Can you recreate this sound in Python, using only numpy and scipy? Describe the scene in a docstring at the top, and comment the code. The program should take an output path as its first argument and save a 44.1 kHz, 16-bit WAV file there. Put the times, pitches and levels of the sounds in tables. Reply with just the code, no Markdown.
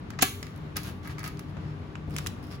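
"""A tabletop vacuum sealer's bar snaps off its latch and swings up on a rubbing, ticking hinge.
Each hit is a plastic crack plus the ring of the bar or hollow housing; each rub is a spray of tiny slips.
Then a sealed plastic bag is lifted out: it rustles, thuds softly in the hands and pops at its creases.
A low machine hum lies under it all, in a small hard room, heard from a phone held just above."""
import sys
import numpy as np
from scipy import signal
from scipy.fft import rfft, irfft, next_fast_len
from scipy.io import wavfile
from scipy.ndimage import uniform_filter1d

SR = 44100
rng = np.random.default_rng(int(sys.argv[2]) if len(sys.argv) > 2 else 0)


def digitize_waveform(pressure):
    """Quantize a signal to 16-bit integers and store it at the path in sys.argv[1].

    Rows of a 2-D input are taken as channels; values are limited to [-1, 1].
    """
    field = np.atleast_2d(pressure).T
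    bounded = np.clip(field, -1, 1)
    quanta = np.round(bounded * 32767).astype(np.int16)
    wavfile.write(sys.argv[1], SR, quanta)


N = 114660

# EQ of the machine's rumble and air: freq_hz, gain_db
MACHINE_EQ = [(20, -43.5), (30, -30), (42, -10.5), (80, -2.5), (120, -2.5), (170, -5.5), (250, -11.5),
              (400, -15.5), (560, -21.5), (1150, -23), (2000, -29.5), (4000, -38.5), (7000, -50.5),
              (10000, -54), (15500, -62.5)]
# tones of the hum: pitch_hz, level_db
HUM_TONES = [(91, -48.5), (150, -45), (186, -54.5), (250.5, -56.5), (300.8, -52.5), (402, -57.5),
             (1156, -64.5)]
# knocks and ticks of bar and hinge: start_s, level_db, bass_db, treble_db, rattle_decay_s, ring_db
BAR_KNOCKS = [(.1037, -40, 4.5, -11, 0.026, -15), (.1346, -49.5, 19, -19.5, 0.025, 3),
              (.1892, -29, 9, -19, 0.051, -12), (.4280, -37, -5.5, -14, 0.02, -7),
              (.4673, -45.5, 2, -10.5, 0.022, -4), (.5615, -51.5, 1, 0, 0.0093, -16),
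              (.5768, -57, -8, 5.5, 0.0079, -12), (.7620, -40.5, 2, -6, .025, 1),
              (.7668, -27, -10, -1, 0.023, -20), (.7697, -30.5, -12, -4, 0.016, -5.5),
              (.8325, -42, -22, 0, 0.021, -19), (1.0535, -46, 19, -9, 0.051, 2),
              (1.0740, -44, -4, 8, 0.046, 4.5), (1.0964, -44, 27, -25, 0.045, 0),
              (1.1827, -43.5, 2, -16, 0.026, 4), (1.2030, -46.5, 2, -9, .03, 5),
              (1.2115, -51, 6, -14, 0.023, 6), (1.1925, -43, -12, -5, .018, -8),
              (1.2312, -40, 18, 5, 0.015, -1.5), (1.2405, -37.5, -2, -6, 0.045, -5),
              (1.2625, -42.5, 4, -2, 0.026, 4.5), (1.2760, -38.5, -7, -0.5, 0.036, -1),
              (1.3718, -53, -10, -18, 0.015, -14), (1.3932, -41, -2, -3.5, 0.022, -10)]
# EQ of the bar's crack: freq_hz, gain_db
BAR_EQ = [(70, -23), (200, -8.5), (600, -7.5), (1200, 4), (2000, 3.5), (3200, -3.5), (5200, -1), (7500, -6),
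          (10500, 0.5), (15500, -3)]
# ringing modes of the bar: pitch_hz, level_db, t60_s
BAR_RING = [(943, -13, 0.069), (1202, -6.5, 0.16), (1265, 3, 0.073), (1662, 1, 0.056), (1850, -1.5, .06),
            (2027, -2.5, 0.086), (2258, 2.5, 0.044), (4540, -11, 0.06), (5230, -15.5, .03)]
# the bar sliding against the housing: start_s, length_s, level_db, treble_db
BAR_RUBS = [(.754, 0.026, -41, -14), (.832, 0.06, -44.5, 0.5), (1.028, 0.094, -52, -5.5),
            (1.070, 0.0065, -55, -7), (1.180, 0.022, -54, -8), (1.238, 0.035, -42.5, -5)]
# EQ of that rub: freq_hz, gain_db
RUB_EQ = [(200, -9), (700, 0.5), (1250, 0), (1550, 2), (2200, -2), (2700, -1), (4600, -5), (8000, -11),
          (11000, -6), (15500, -10)]
# a brief bright hiss swelling into the latch's snap: start_s, length_s, level_db, treble_db
SNAP_LEAD_IN = [(.207, 0.013, -31, -26)]
# EQ of that hiss: freq_hz, gain_db
LEAD_IN_EQ = [(200, -8), (1500, -1.5), (3000, 5.5), (5000, -0.5), (7400, 3), (9000, -3), (15500, -14)]
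# the latch letting go, later a soft bump: start_s, level_db, bass_db, treble_db, rattle_decay_s, ring_db
HOUSING_HITS = [(.2222, -14, -17.5, 1.5, 0.04, -17), (.2252, -15.7, -1.5, 0, 0.031, -1.5),
                (.2280, -22, -0.5, -2.5, 0.019, -15), (.2305, -21.5, 12, -11, 0.013, -12),
                (1.568, -40.5, 24, -43, 0.043, -34)]
# EQ of the latch's crack: freq_hz, gain_db
LATCH_EQ = [(60, -29.5), (130, -7), (260, -3.5), (520, -5.5), (760, -4), (1000, -2.5), (1700, 0.5),
            (2400, -0.5), (3300, 2), (4200, -1), (5200, -4.5), (6600, -1), (8200, -2), (11000, 1),
            (15500, -2.5)]
# ringing modes of the hollow housing: pitch_hz, level_db, t60_s
HOUSING_RING = [(214, -11.5, 0.11), (278, 4.5, 0.052), (386.6, -8, 0.12), (685, 1, .03), (760, -1.5, 0.063),
                (1156, -12, 0.21), (1346, -11.5, 0.091), (1700, 7, 0.011), (1728, 5.5, 0.037),
                (2250, -10.5, 0.1), (2430, -9.5, 0.028), (2626, -7, .045), (2580, -10.5, .045),
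                (3219, -11, .06)]
# the bag sliding through the fingers: start_s, length_s, level_db, treble_db
BAG_RUSTLES = [(1.477, 0.021, -59.5, 4), (1.59, 0.13, -64.5, -12), (2.112, 0.094, -53, 5),
               (2.20, 0.097, -54.5, 7), (2.422, 0.024, -53.5, 7), (2.46, 0.077, -56.5, 6),
               (2.502, 0.046, -47.5, 1)]
# EQ of that rustle: freq_hz, gain_db
RUSTLE_EQ = [(200, 0), (700, 7), (1200, 6.5), (2000, 1.5), (4500, 0), (5250, 5), (6100, -8), (8500, -7.5),
             (11000, -10.5), (15500, -13.5)]
# dull thuds of the filled bag: start_s, level_db, t60_s
BAG_THUDS = [(1.569, -33.5, 0.11), (1.969, -37, 0.073), (2.072, -31.5, 0.3), (2.14, -32.5, 0.25),
             (2.245, -34.5, 0.19), (2.31, -40, 0.34)]
# EQ of the thuds: freq_hz, gain_db
THUD_EQ = [(30, -25), (70, 11), (110, 3), (190, -1), (300, -7.5), (700, -17), (1500, -41), (4000, -53.5)]
# creases of the bag popping: start_s, level_db, bass_db, treble_db, flutter_decay_s
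BAG_CREASES = [(1.954, -38, 12, -14.5, 0.021), (2.098, -57, -9.5, 7.5, 0.0098),
               (2.1073, -50.5, -4, 8, 0.012), (2.164, -30.5, -11, 2, 0.02), (2.177, -41.5, -12, -13, 0.052),
               (2.1838, -31, -13, 1.5, 0.009), (2.1856, -33.5, 3.5, 4, 0.041),
               (2.262, -32.5, 4.5, 1, 0.026), (2.2692, -29, -21.5, 4, 0.022), (2.272, -42.5, -16, -2, .02)]
# EQ of the pops: freq_hz, gain_db
CREASE_EQ = [(150, -19), (700, -10), (1200, 7.5), (1700, 5.5), (2700, 5.5), (4300, -6), (6000, -3.5),
             (8500, -4), (11000, -10), (15500, -13)]
# reverb time of the room: freq_hz, t60_s
ROOM_DECAY = [(150, 0.2), (700, 0.15), (1400, 0.29), (2700, 0.3), (4000, 0.37), (8000, 0.31), (15000, 0.4)]
# EQ of the reverb: freq_hz, gain_db
ROOM_EQ = [(60, -14.5), (150, -9), (700, -4), (1100, 0), (1700, 2), (2600, 4.5), (4000, 2), (5200, 1),
           (8000, -1.5), (15000, -5.5)]
# stereo image, from 0 (sides alike) to 1 (unrelated): freq_hz, width
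STEREO_WIDTH = [(100, 0.049), (350, 0.4), (700, 0.83), (1200, 1), (6000, 1)]
# pan of the direct sound: freq_hz, left_over_right_db
DIRECT_PAN = [(200, 1.5), (700, 6), (1600, 4.5), (2600, 0.5), (4500, -6), (6500, -2), (9000, 2)]

MACHINE_DB, MACHINE_LEFT_DB, FLICKER_DB = -40.5, 2.5, 0.85
HUM_WAVER, HUM_WAVER_PER_S = 1, 12
BAR_SNAP, LATCH_SNAP, CREASE_SNAP = 0.31, 0.46, 0.41  # first spike against the rattle after it
HIT_RISE_S, CREASE_RISE_S, THUD_ATTACK_S = .0003, .0006, 0.0065
HISS_ATTACK_S, HISS_RELEASE_S, GRAIN_SPREAD_DB = 0.0086, 0.016, -0.5
SEALER_GRAINS_PER_S, BAG_GRAINS_PER_S = 2600, 2500
BASS_HZ, MIDDLE_HZ, TREBLE_HZ = 1160, 4090, 10500
RATTLE_EVENNESS, ROOM_EVENNESS, EVEN_WIDTH_HZ = .85, .7, 150  # evenness 1 irons out every peak
ROOM_GAP_S, BAR_SEND_DB, LATCH_SEND_DB, BAG_SEND_DB = 0.0014, -9.5, -9, -13.5
JOIN_HZ, LEFT_LAG_S, IN_PHASE_HZ = 7400, .00021, 11000
CEILING, TOP_HZ = 1.3, 15800


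def undb(db):
    """Decibels to gain."""
    return 10 ** (np.asarray(db) / 20)


def bins_hz(size):
    """Frequencies of a spectrum's bins."""
    return np.arange(size // 2 + 1) * SR / size


def on_log(hz, points):
    """Read a curve of freq_hz, value points on a log-frequency axis."""
    freqs, values = np.array(points, float).T
    return np.interp(np.log(np.maximum(hz, 1)), np.log(freqs), values)


def unit(x):
    """Scale to an energy of one per channel."""
    return x / np.sqrt(np.sum(x ** 2, axis=-1, keepdims=True))


def eq(x, points, bass_db=0, treble_db=0):
    """Minimum-phase EQ curve with bass and treble shelves."""
    n = x.shape[-1]
    size = 2 * next_fast_len(n)
    hz = bins_hz(size)
    shelves = [(BASS_HZ, bass_db), (MIDDLE_HZ, 0), ((MIDDLE_HZ + TREBLE_HZ) / 2, 0),
               (TREBLE_HZ, treble_db)]
    cepstrum = irfft(np.log(undb(on_log(hz, points) + on_log(hz, shelves))))
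    cepstrum[1:size // 2] *= 2  # folded forward, so nothing rings ahead of a hit
    cepstrum[size // 2 + 1:] = 0
    return irfft(rfft(x, size) * np.exp(rfft(cepstrum)))[..., :n]


def fade(t, t60):
    """Exponential decay, 60 dB down at t60."""
    return np.exp(-np.log(1000) * t / max(t60, 1e-4))


def add(out, start, x):
    """Mix a sound in at its cue."""
    i = int(start * SR)
    out[:, i:i + x.shape[-1]] += x[..., :N - i]


def wander(rate):
    """Smooth random drift with a spread of one."""
    step = int(SR / rate)
    held = np.repeat(rng.standard_normal(N // step + 1), step)
    smooth = uniform_filter1d(uniform_filter1d(held, step), step)[:N]
    return smooth / smooth.std()


def click_gain(db):
    """Gain that gives a unit-energy click this level over 5 ms."""
    return undb(db) * np.sqrt(SR / 200)


def machine_rumble():
    """A running machine lays down a bed of low rumble and air; its level flickers slightly."""
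    air = unit(eq(rng.standard_normal((2, N)), MACHINE_EQ)) * np.sqrt(N)
    return undb(MACHINE_DB + FLICKER_DB * wander(rate=12.83)) * air


def machine_hum():
    """The machine's mono hum: each tone wavers in level and phase."""
    t, tones = np.arange(N) / SR, 0
    for hz, db in HUM_TONES:
        waver = 1 + HUM_WAVER * (wander(HUM_WAVER_PER_S) + 1j * wander(HUM_WAVER_PER_S))
        tones += undb(db) * waver * np.exp(2j * np.pi * (hz * t + rng.random()))
    return np.sqrt(2 / (1 + 2 * HUM_WAVER ** 2)) * tones.real


def contact(decay_s, snap, rise_s, size=4096):
    """The transient: a brief swell into a sharp spike, then a short, dense, pitchless rattle."""
    t = np.arange(size) / SR
    spectrum = rfft(rng.standard_normal((2, size)) * fade(t, decay_s))
    rattle = irfft(spectrum / abs(spectrum) ** RATTLE_EVENNESS) * fade(t, 10 * decay_s)
    click = unit(rattle * np.minimum(t / rise_s, 1) * (1 - t / t[-1]))
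    click[0, int(rise_s * SR)] += snap  # the spike sits in the mid channel
    return click


def plastic_hits(rows, curve, modes, snap):
    """Hard plastic strikes plastic: a crack, and the struck part rings."""
    out, t = np.zeros((2, N)), np.arange(SR // 3) / SR
    for start, db, bass_db, treble_db, decay_s, ring_db in rows:
        crack = unit(eq(contact(decay_s, snap, HIT_RISE_S), curve, bass_db, treble_db))
        phases = rng.uniform(0, 2 * np.pi, (len(modes), 2, 1))
        ring = sum(undb(mode_db) * fade(t, t60) * np.sin(2 * np.pi * hz * t + phase)
                   for (hz, mode_db, t60), phase in zip(modes, phases))
        add(out, start, click_gain(db) * crack)
        add(out, start, click_gain(db + ring_db) * unit(ring))
    return out


def grainy_hiss(rows, curve, grains_per_s, size=11025):
    """Dense tiny clicks of uneven size blur into a hiss that swells, holds and dies."""
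    out, t = np.zeros((2, N)), np.arange(size) / SR
    for start, length, db, treble_db in rows:
        triggers = rng.random(size) < grains_per_s / SR
        grain_gain = undb(GRAIN_SPREAD_DB * np.minimum(rng.exponential(size=size), 3))
        grains = triggers * grain_gain * rng.standard_normal((2, size))
        hiss = unit(eq(grains, curve, treble_db=treble_db)) * np.sqrt(size)
        envelope = np.minimum(t / HISS_ATTACK_S, 1) * np.exp(-np.maximum(t - length, 0) / HISS_RELEASE_S)
        add(out, start, undb(db) * envelope * hiss)
    return out


def bar_swing():
    """The bar ticks on its hinge and rubs against the housing in tiny slips."""
    ticks = plastic_hits(BAR_KNOCKS, BAR_EQ, BAR_RING, BAR_SNAP)
    return ticks + grainy_hiss(BAR_RUBS, RUB_EQ, SEALER_GRAINS_PER_S)


def latch_release():
    """A brief hiss swells into the latch's snap, which rings the housing; a soft bump comes later."""
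    hits = plastic_hits(HOUSING_HITS, LATCH_EQ, HOUSING_RING, LATCH_SNAP)
    return hits + grainy_hiss(SNAP_LEAD_IN, LEAD_IN_EQ, SEALER_GRAINS_PER_S)


def bag_rustle():
    """The film slides through the fingers in tiny slips."""
    return grainy_hiss(BAG_RUSTLES, RUSTLE_EQ, BAG_GRAINS_PER_S)


def bag_thuds(size=16384):
    """The heavy bag gives soft, low thuds in the hands as it is lifted and turned."""
    out, t = np.zeros((2, N)), np.arange(size) / SR
    for start, db, t60 in BAG_THUDS:
        rumble = unit(eq(rng.standard_normal((2, size)), THUD_EQ)) * np.sqrt(size)
        envelope = np.minimum(t / THUD_ATTACK_S, 1) * fade(np.maximum(t - THUD_ATTACK_S, 0), t60)
        add(out, start, undb(db) * envelope * rumble)
    return out


def bag_creases():
    """Folds in the stiff film buckle with dry pops."""
    out = np.zeros((2, N))
    for start, db, bass_db, treble_db, decay_s in BAG_CREASES:
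        pop = eq(contact(decay_s, CREASE_SNAP, CREASE_RISE_S), CREASE_EQ, bass_db, treble_db)
        add(out, start, click_gain(db) * unit(pop))
    return out


def room(send, size=65536):
    """Diffuse reverb of a small hard room; each octave dies at its own rate and no pitch stands out."""
    t, hz = np.arange(size) / SR, bins_hz(size)
    noise = rfft(rng.standard_normal((2, size)))
    octaves_hz, tail = np.geomspace(125, 16000, 8), 0
    for centre_hz, weights in zip(octaves_hz, np.eye(8)):
        band = irfft(noise * on_log(hz, list(zip(octaves_hz, weights))))
        tail += band * fade(t, on_log(centre_hz, ROOM_DECAY))
    spectrum = rfft(tail)
    flatten = uniform_filter1d(abs(spectrum), int(EVEN_WIDTH_HZ * size / SR)) / abs(spectrum)
    fade_in = np.clip(t / ROOM_GAP_S - .5, 0, 1)
    tail = irfft(spectrum * flatten ** ROOM_EVENNESS) * fade_in
    impulse = unit(eq(tail[:, :SR // 2], ROOM_EQ))
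    return signal.fftconvolve(send, impulse, axes=-1)[:, :N]


def widen(x):
    """Mid and side to left and right: the bass stays centred, the highs open out."""
    width = on_log(bins_hz(N), STEREO_WIDTH)
    mid, side = rfft(x) * np.sqrt([1 - width / 2, width / 2])
    return irfft(np.array([mid + side, mid - side]), N)


def scene():
    """The mix: bar, latch and bag up close, their reverb, and the machine bed leaning left."""
    bed = widen(machine_rumble()) + machine_hum()
    bar = bar_swing()
    latch = latch_release()
    bag = bag_rustle() + bag_thuds() + bag_creases()
    reverb = room(undb(BAR_SEND_DB) * bar + undb(LATCH_SEND_DB) * latch + undb(BAG_SEND_DB) * bag)
    sides = np.array([[.5], [-.5]])  # half of a pan lifts the left, half dips the right
    pan = undb(sides * on_log(bins_hz(N), DIRECT_PAN))
    direct = irfft(rfft(widen(bar + latch + bag)) * pan, N)
    return direct + widen(reverb) + bed * undb(sides * MACHINE_LEFT_DB)


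def record(dry):
    """The phone gives both sides one treble signal, a touch late on the left, rounds peaks, cuts the top."""
    hz = bins_hz(N)
    left, right = rfft(dry)
    shared = 1 / (1 + (JOIN_HZ / np.maximum(hz, 1)) ** 16)  # steep crossover into the treble
    late_right = right * np.exp(-2j * np.pi * (hz - IN_PHASE_HZ) * LEFT_LAG_S)
    left = np.sqrt(1 - shared) * left + np.sqrt(shared) * late_right
    stereo = irfft(np.array([left, right]), N)
    high_cut = signal.ellip(8, .2, 70, TOP_HZ, fs=SR, output="sos")
    return signal.sosfilt(high_cut, CEILING * np.tanh(stereo / CEILING))


dry = scene()
out = record(dry)
digitize_waveform(out)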